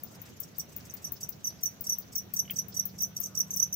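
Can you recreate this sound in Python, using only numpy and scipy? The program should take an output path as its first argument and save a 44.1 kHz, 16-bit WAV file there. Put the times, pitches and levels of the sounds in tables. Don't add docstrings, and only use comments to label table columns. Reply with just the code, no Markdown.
import sys
import numpy as np
from scipy import signal
from scipy.fft import rfft, irfft, next_fast_len
from scipy.io import wavfile
from scipy.ndimage import uniform_filter1d, map_coordinates

SR = 44100
rng = np.random.default_rng(int(sys.argv[2]) if len(sys.argv) > 2 else 0)


def store_pcm(level_fs):
    pcm = np.round(np.clip(level_fs, -1, 1) * 32767).astype(np.int16)
    wavfile.write(sys.argv[1], SR, np.atleast_2d(pcm).T)


def nominal_scale(level):
    x = np.asarray(level, float) / 20
    return 10 ** x


N = 165375

# frequency in Hz, density in dB per Hz.
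HUM = [(18, -42), (30, -2), (178, 0.5), (322, -8.5), (702, -13), (810, -16), (1410, -18.5), (1880, -21),
       (4000, -23.5), (5200, -33), (8800, -120)]
# frequency in Hz, likeness from 0 to 1.
ALIKE = [(60, 1), (150, 0.76), (300, 0.42), (600, 0.4), (1200, 0)]
# frequency in Hz, density in dB per Hz.
HISS = [(3500, -37), (4500, 3), (6000, 14), (7000, 9), (9000, -5.5), (12000, 8), (15900, 0)]
# centre in seconds, length in seconds, level in dB.
RUSTLES = [
    (0.25, 0.18, -60.5),
    (0.796, 0.081, -63.5),
    (.95, 0.34, -64),
]
# frequency in Hz, density in dB per Hz.
RUSTLE_COLOUR = [(800, -5.5), (2500, 0), (4000, -12)]
# time in seconds, sixth order in Hz, level in dB.
ENGINE = [
    (0.8, 201.3, -72.5),
    (2.401, 194, -59.5),
    (2.52, 193.3, -56),
    (3.7, 190.2, -55),
]
# order (multiple of shaft speed), level in dB.
ENGINE_ORDERS = [(3.5, -6.5), (5, -2), (6, 0), (7, -58)]
# centre in seconds, length in seconds, frequency in Hz, level in dB.
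FAR_TONES = [
    (1.75, .45, 670, -68),
    (3.25, .16, 1250, -70),
    (3.36, .12, 1280, -64.5),
    (3.35, .1, 1150, -68),
    (3.33, .1, 1430, -72),
    (3.12, .08, 1510, -70),
    (3.5, .12, 1050, -72),
]
# start in seconds, level in dB.
TICKS = [(0.0328, -24.5), (0.215, -29), (0.4, -21), (0.5815, -22.5), (0.7622, -23.5), (0.9368, -27),
         (1.119, -22), (1.2884, -19), (1.462, -31), (1.6333, -17.5), (1.807, -22.5), (1.983, -20),
         (2.159, -19), (2.3356, -19), (2.506, -21), (2.681, -29), (2.8526, -19.5), (3.0187, -18),
         (3.1996, -19.5), (3.3857, -21.5), (3.56, -20), (3.739, -20.5)]
# frequency in Hz, gain in dB.
TICK_SPRAY = [(4500, -14), (6000, -7), (11000, -20.5), (14000, 11), (16200, -8)]
# time in seconds, peak in dB.
FAR_STROKES = [(0.07, -54), (0.255, -54.5), (0.548, -55), (0.803, -52.5), (0.971, -51.5), (1.162, -50),
               (1.324, -49.5), (1.499, -50), (1.5897, -53), (2.0216, -52), (2.7245, -46.5), (2.8926, -51.5)]
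# time in seconds, level in dB.
RASP_EARLY = [(0.1137, -56), (0.1463, -52), (0.2529, -54), (0.2883, -53.5), (0.4276, -49.5), (0.5601, -53),
              (0.5945, -42.5), (0.6921, -57), (0.7196, -52), (0.79, -56), (0.8478, -51), (0.8592, -53),
              (0.9069, -51), (0.965, -54), (1.0209, -48.5), (1.0437, -46.5), (1.0721, -49), (1.2046, -40.5),
              (1.2312, -46.5), (1.403, -63), (1.433, -55), (1.461, -42.5), (1.6075, -50), (1.628, -54),
              (1.6522, -43.5), (1.8417, -41.5), (1.8612, -47), (1.8898, -41)]
# time in seconds, level in dB.
RASP_LATE = [(1.923, -47), (2.1236, -47), (2.151, -39.5), (2.1715, -46), (2.3361, -41.5), (2.3639, -41),
             (2.3859, -44), (2.5353, -50), (2.5622, -39.5), (2.5804, -46), (2.7422, -43), (2.7688, -43.5),
             (2.792, -49), (2.9817, -44), (3.0182, -40), (3.1484, -55), (3.1658, -41.5), (3.2256, -38),
             (3.2585, -44), (3.3498, -43), (3.3766, -50), (3.4013, -43), (3.4741, -56), (3.5091, -44),
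             (3.5368, -43), (3.5695, -39), (3.5898, -43), (3.7284, -44.5)]
# frequency in Hz, gain in dB.
RASP_HIGH = [
    [(6200, -3), (7500, -7.5), (8000, -5.5), (8600, -7.5), (10700, -15), (12200, -0.5), (15000, 0.5),
     (16200, -13)],
    [(6200, -3), (7500, -4), (8000, 7), (8500, -12), (9600, -3.5), (10800, -29), (12200, -18), (16000, -18)],
]
# frequency in Hz, gain in dB.
RASP_LOW = [(4300, -12.5), (5200, -1.5), (6600, -11)]
# left, then right, in dB.
RASP_WET_DB = [-1, -2]
# time in seconds, level in dB, pitch in Hz, turn to the left in dB.
SONG = [(0.4303, -45.5, 5920, 4.5), (0.5954, -29, 5814, -1), (0.8974, -43.5, 5990, 1),
        (1.0442, -28.5, 5894, 3.5), (1.0657, -38, 5940, -2), (1.209, -46.4, 6080, -1),
        (1.2304, -30.5, 5900, 4.5), (1.444, -25.5, 5960, 2.5), (1.4701, -23.5, 5865, 3),
        (1.63, -29.5, 5920, 4.5), (1.6564, -22.5, 5920, 0.7), (1.8393, -45, 5820, 5),
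        (1.8672, -29, 5790, 4), (1.8948, -21, 5900, 5.5), (1.9209, -22.5, 5840, 3.3),
        (2.154, -30.5, 5830, 3), (2.179, -25, 5863, 2), (2.3635, -26, 5910, 4), (2.3913, -19, 5906, 3.2),
        (2.56, -29, 5920, 0.5), (2.5865, -20, 5880, -1), (2.7432, -41, 5880, 5), (2.7669, -24.5, 5860.0, 1),
        (2.7934, -19, 5864, 0.5), (2.9836, -40.5, 5750, 1), (3.0047, -25, 5870.0, 0.5),
        (3.0315, -21, 5910, 1.3), (3.1643, -31, 5820, 3.5), (3.214, -40.8, 5980.0, 8),
        (3.2374, -29, 5924, 4), (3.2556, -29, 6010, 3), (3.3503, -33.5, 5810, -2.5),
        (3.374, -20.5, 5846, -1), (3.403, -17, 5867, 0.5), (3.5075, -29, 6090.0, 8), (3.5368, -27, 6040, 6),
        (3.57, -23, 5850, -1.5), (3.5986, -14, 5890, -2), (3.6262, -12, 5956, -0.5),
        (3.7277, -22.5, 5960, 2.5)]
# time in seconds, stroke length factor.
STROKE_DRIFT = [
    (2.4, 1),
    (3.1, .9),
    (3.6, .72),
]
# left, then right, in dB.
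SONG_WET_DB = [-2, -6]
# time in seconds, peak in dB, pitch in Hz.
LITTER = [
    (2.454, -43, 3050),
    (2.4792, -38.5, 2930),
    (2.4989, -28, 3080),
    (2.504, -30.5, 3174),
    (2.514, -36, 2690),
]

BOX_T60, SHED_T60, SHED_DB = 0.077, 0.39, -23


def unit(x):
    return x / np.sqrt(np.mean(x ** 2) + 1e-20)


def along(points, hz):
    f, v = np.transpose(points)
    return np.interp(np.log(hz + 1), np.log(f + 1), v)


def filtered(x, response):
    m = next_fast_len(x.shape[-1] + 4096)
    spectrum = rfft(x, m) * response(np.fft.rfftfreq(m, 1 / SR))
    return irfft(spectrum, m)[..., :x.shape[-1]]


def closed(points):
    return lambda hz: nominal_scale(along(points, hz)) * (hz > points[0][0]) * (hz < points[-1][0])


def wobble(rate):
    knots = rng.standard_normal(int(N * rate / SR) + 4)
    return map_coordinates(knots, [np.arange(N) * rate / SR])


def patchy(depth_db):
    z = signal.stft(rng.standard_normal((2, N)), nperseg=256)[2]
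    field = uniform_filter1d(rng.standard_normal(z.shape[1:]), size=6, axis=0)
    field = uniform_filter1d(field, size=10, axis=1)
    return signal.istft(z * nominal_scale(depth_db * unit(field)), nperseg=256)[1][:, :N]


def grain(shape, size):
    noise = rng.standard_normal(shape)
    return unit(signal.fftconvolve(noise, np.hanning(size)[None], "same", axes=1))


def boxed(times, sounds, wet_db, t60):
    t = np.arange(SR // 4) / SR
    fade = nominal_scale(-60 * t / t60) + nominal_scale(SHED_DB - 60 * t / SHED_T60)
    fade = fade * (1 - np.exp(-t / 0.0024))
    tails = rng.standard_normal((len(times), 2, len(t))) * fade / np.linalg.norm(fade)
    tails = tails * nominal_scale(wet_db)[:, None]
    tails[..., 0] += 1
    wet = signal.fftconvolve(sounds, tails, axes=2)
    out = np.zeros((2, N + SR))
    for s, w in zip(times, wet):
        start = round(s * SR)
        out[:, start:start + w.shape[1]] += w
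    return out[:, :N]


def glide(count, top_hz, end_hz, length, rise, fall, scatter):
    t = np.arange(SR // 40) / SR
    hz = end_hz + (top_hz - end_hz) * np.clip(1 - t / length, 0, 1) ** 1.46
    hz = hz * (1 + scatter * rng.standard_normal((count, 1)))
    shape = np.sin(np.pi / 2 * np.clip(t / rise, 0, 1)) * np.clip((length - t) / fall, 0, 1)
    return 2 * np.pi * np.cumsum(hz, 1) / SR, shape


def shed():
    t = np.arange(N) / SR
    turn = lambda hz: np.arccos(np.clip(along(ALIKE, hz), -1, 1)) / 2
    spread = lambda hz: closed(HUM)(hz) * [np.cos(turn(hz)), np.sin(turn(hz))]
    mid, side = filtered(patchy(depth_db=1.48), spread)
    hum = unit(np.array([mid + side, mid - side])) * nominal_scale([[-.6], [.6]])
    hum_db = -52 - 1.33 * (t / t[-1] - 0.53)
    tilt = lambda hz: nominal_scale([0 * hz, -7 * np.log2((hz + 1) / 6000)])
    hiss = unit(filtered(patchy(depth_db=2.2), lambda hz: closed(HISS)(hz) * tilt(hz)))
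    flutter_db = 2.2 * wobble(70) + 1.8 * wobble(28)
    hiss_db = -63 - 2 * t / t[-1] + flutter_db
    swells = sum(nominal_scale(db) * np.exp(-(2 * (t - s) / length) ** 2) for s, length, db in RUSTLES)
    rustle = swells * nominal_scale(2 * wobble(41.2)) * unit(filtered(patchy(depth_db=1.0), closed(RUSTLE_COLOUR)))
    return nominal_scale(hum_db) * hum + nominal_scale(hiss_db) * hiss + rustle


def engine():
    t = np.arange(N) / SR
    s, hz, db = np.transpose(ENGINE)
    turn = 2 * np.pi * np.cumsum(np.interp(t, s, hz) / 6) / SR
    drone = sum(nominal_scale(level + 1.07 * wobble(9)) * np.sin(k * turn + 0.32 * wobble(10))
                for k, level in ENGINE_ORDERS)
    far = np.zeros(N)
    for centre, length, f, level in FAR_TONES:
        swell = nominal_scale(level + 3 * wobble(14)) * np.exp(-(2 * (t - centre) / length) ** 4)
        far += swell * np.sin(2 * np.pi * f * t + .7 * wobble(25))
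    return nominal_scale(np.interp(t, s, db) + 3.5) * drone * nominal_scale([[-.7], [.7]]) + far


def ticks():
    s, db = np.transpose(TICKS)
    phase, shape = glide(len(s), top_hz=16000, end_hz=14750, length=.007, rise=.0042, fall=.0016, scatter=.008)
    spray = filtered(shape * rng.standard_normal(phase.shape), closed(TICK_SPRAY))
    rough = 1 + .35 * grain(phase.shape, size=40)
    chirp = rough * shape ** 2 * np.sin(phase)
    pair = chirp[:, None] * nominal_scale([[4.5], [-50]]) + spray[:, None] * nominal_scale([[-6], [-17.5]])
    return boxed(s, nominal_scale(db - 5.5)[:, None, None] * pair, wet_db=[-4, 7], t60=.075)


def far_cricket():
    s, db = np.transpose(FAR_STROKES)
    phase, shape = glide(len(s), top_hz=5450, end_hz=5100, length=.013, rise=.0022, fall=.0017, scatter=.02)
    stroke = nominal_scale(db)[:, None] * shape * np.sin(phase + 1.9 * grain(phase.shape, size=70))
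    return boxed(s - .003, stroke[:, None] * nominal_scale([[-6], [-2]]), [1.5, 1.5], BOX_T60)


def rasps():
    s, db = np.transpose(list(RASP_EARLY) + list(RASP_LATE))
    length, teeth_per_s, patch_hz = 0.019, 4000, 900
    t = np.arange(SR // 25) / SR
    draw = rng.random((len(s), len(t)))
    teeth = (draw < teeth_per_s / SR) * rng.standard_normal(draw.shape) * np.sqrt(SR / teeth_per_s)
    teeth = teeth * np.sin(np.pi * np.clip(t / length, 0, 1)) ** .5
    high = np.stack([filtered(teeth, closed(side)) for side in RASP_HIGH], 1)
    low_gain = nominal_scale(-1 + 2.7 * rng.standard_normal((len(s), 1, 1)))
    low = low_gain * filtered(teeth, closed(RASP_LOW))[:, None] * nominal_scale([[-1], [2]])
    hz = np.fft.rfftfreq(len(t), 1 / SR)
    ripple = 0
    for k in (1, 2):
        depth = rng.standard_normal((len(s), 1, 1))
        offset = 2 * np.pi * rng.random((len(s), 2, 1))
        ripple = ripple + depth * np.cos(hz / (k * patch_hz) * np.pi + offset)
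    pair = irfft(rfft(high + low) * nominal_scale(1.8 * ripple), len(t))
    return boxed(s - .002, nominal_scale(db + 2.5)[:, None, None] * pair, RASP_WET_DB, BOX_T60)


def song():
    s, db, hz, left_db = np.transpose(SONG)
    scale = np.interp(s, *np.transpose(STROKE_DRIFT))[:, None]
    top_hz, end_hz = hz[:, None] + 241, hz[:, None] - 85
    phase, shape = glide(len(s), top_hz, end_hz, length=.0153 * scale, rise=.006, fall=.0018, scatter=0)
    turn = nominal_scale(np.outer(left_db, [1, 0]))[..., None]
    rough = np.clip(.14 + .055 * (-25 - db), .14, .9)[:, None]
    phase = phase + rough * grain(phase.shape, size=130)
    dip = .0112 * scale * (1 + .04 * rng.standard_normal((len(s), 1)))
    t = np.arange(shape.shape[1]) / SR
    shape = shape * (1 - .75 * np.exp(-((t - dip) / .001) ** 2))
    shape = nominal_scale(db)[:, None] * shape * (1 + rough * grain(phase.shape, size=110))
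    tone = (shape * np.sin(phase))[:, None] * nominal_scale([[-8], [1]]) * turn
    octave = shape * (1 + .3 * grain(phase.shape, size=60)) * np.sin(2 * phase)
    octave = octave[:, None] * nominal_scale([[-10.5], [-28]]) * turn
    scrape = shape * rng.standard_normal(shape.shape)
    scrape = np.stack([filtered(scrape, closed(side)) for side in RASP_HIGH], 1)
    octave = octave + nominal_scale(-25.5) * scrape
    s = s - .003
    left, right = boxed(s, tone, SONG_WET_DB, BOX_T60) + boxed(s, octave, [-1.5, -1.5], t60=.059)
    lag = round(.00093 * SR)
    return np.array([left, np.pad(right, (lag, 0))[:N]])


def litter():
    s, db, hz = np.transpose(LITTER)
    t = np.arange(SR // 40) / SR
    angle = 2 * np.pi * hz[:, None] * t
    ring = np.sin(angle) * nominal_scale(-60 * t / 0.019)
    click = 1.36 * np.sin(0.78 * angle) * nominal_scale(-60 * t / 0.0059)
    snap = nominal_scale(db)[:, None] * (ring + click) * (1 - np.exp(-t / 0.00069))
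    return boxed(s - .001, snap[:, None] * nominal_scale([[-2.5], [1.5]]), wet_db=[-9, -8], t60=.05)


def scene():
    return shed() + engine() + ticks() + far_cricket() + rasps() + song() + litter()


def roll_off(x):
    return signal.sosfilt(signal.butter(12, 16990, fs=SR, output="sos"), x)


def record(dry):
    shelf = lambda hz: nominal_scale(-18 / (1 + np.exp((16100 - hz) / 120)))
    band = lambda hz: shelf(hz) / np.sqrt(1 + (71.8 / (hz + 1)) ** 10)
    return roll_off(filtered(dry, band))


dry = scene()
out = record(dry)
store_pcm(out)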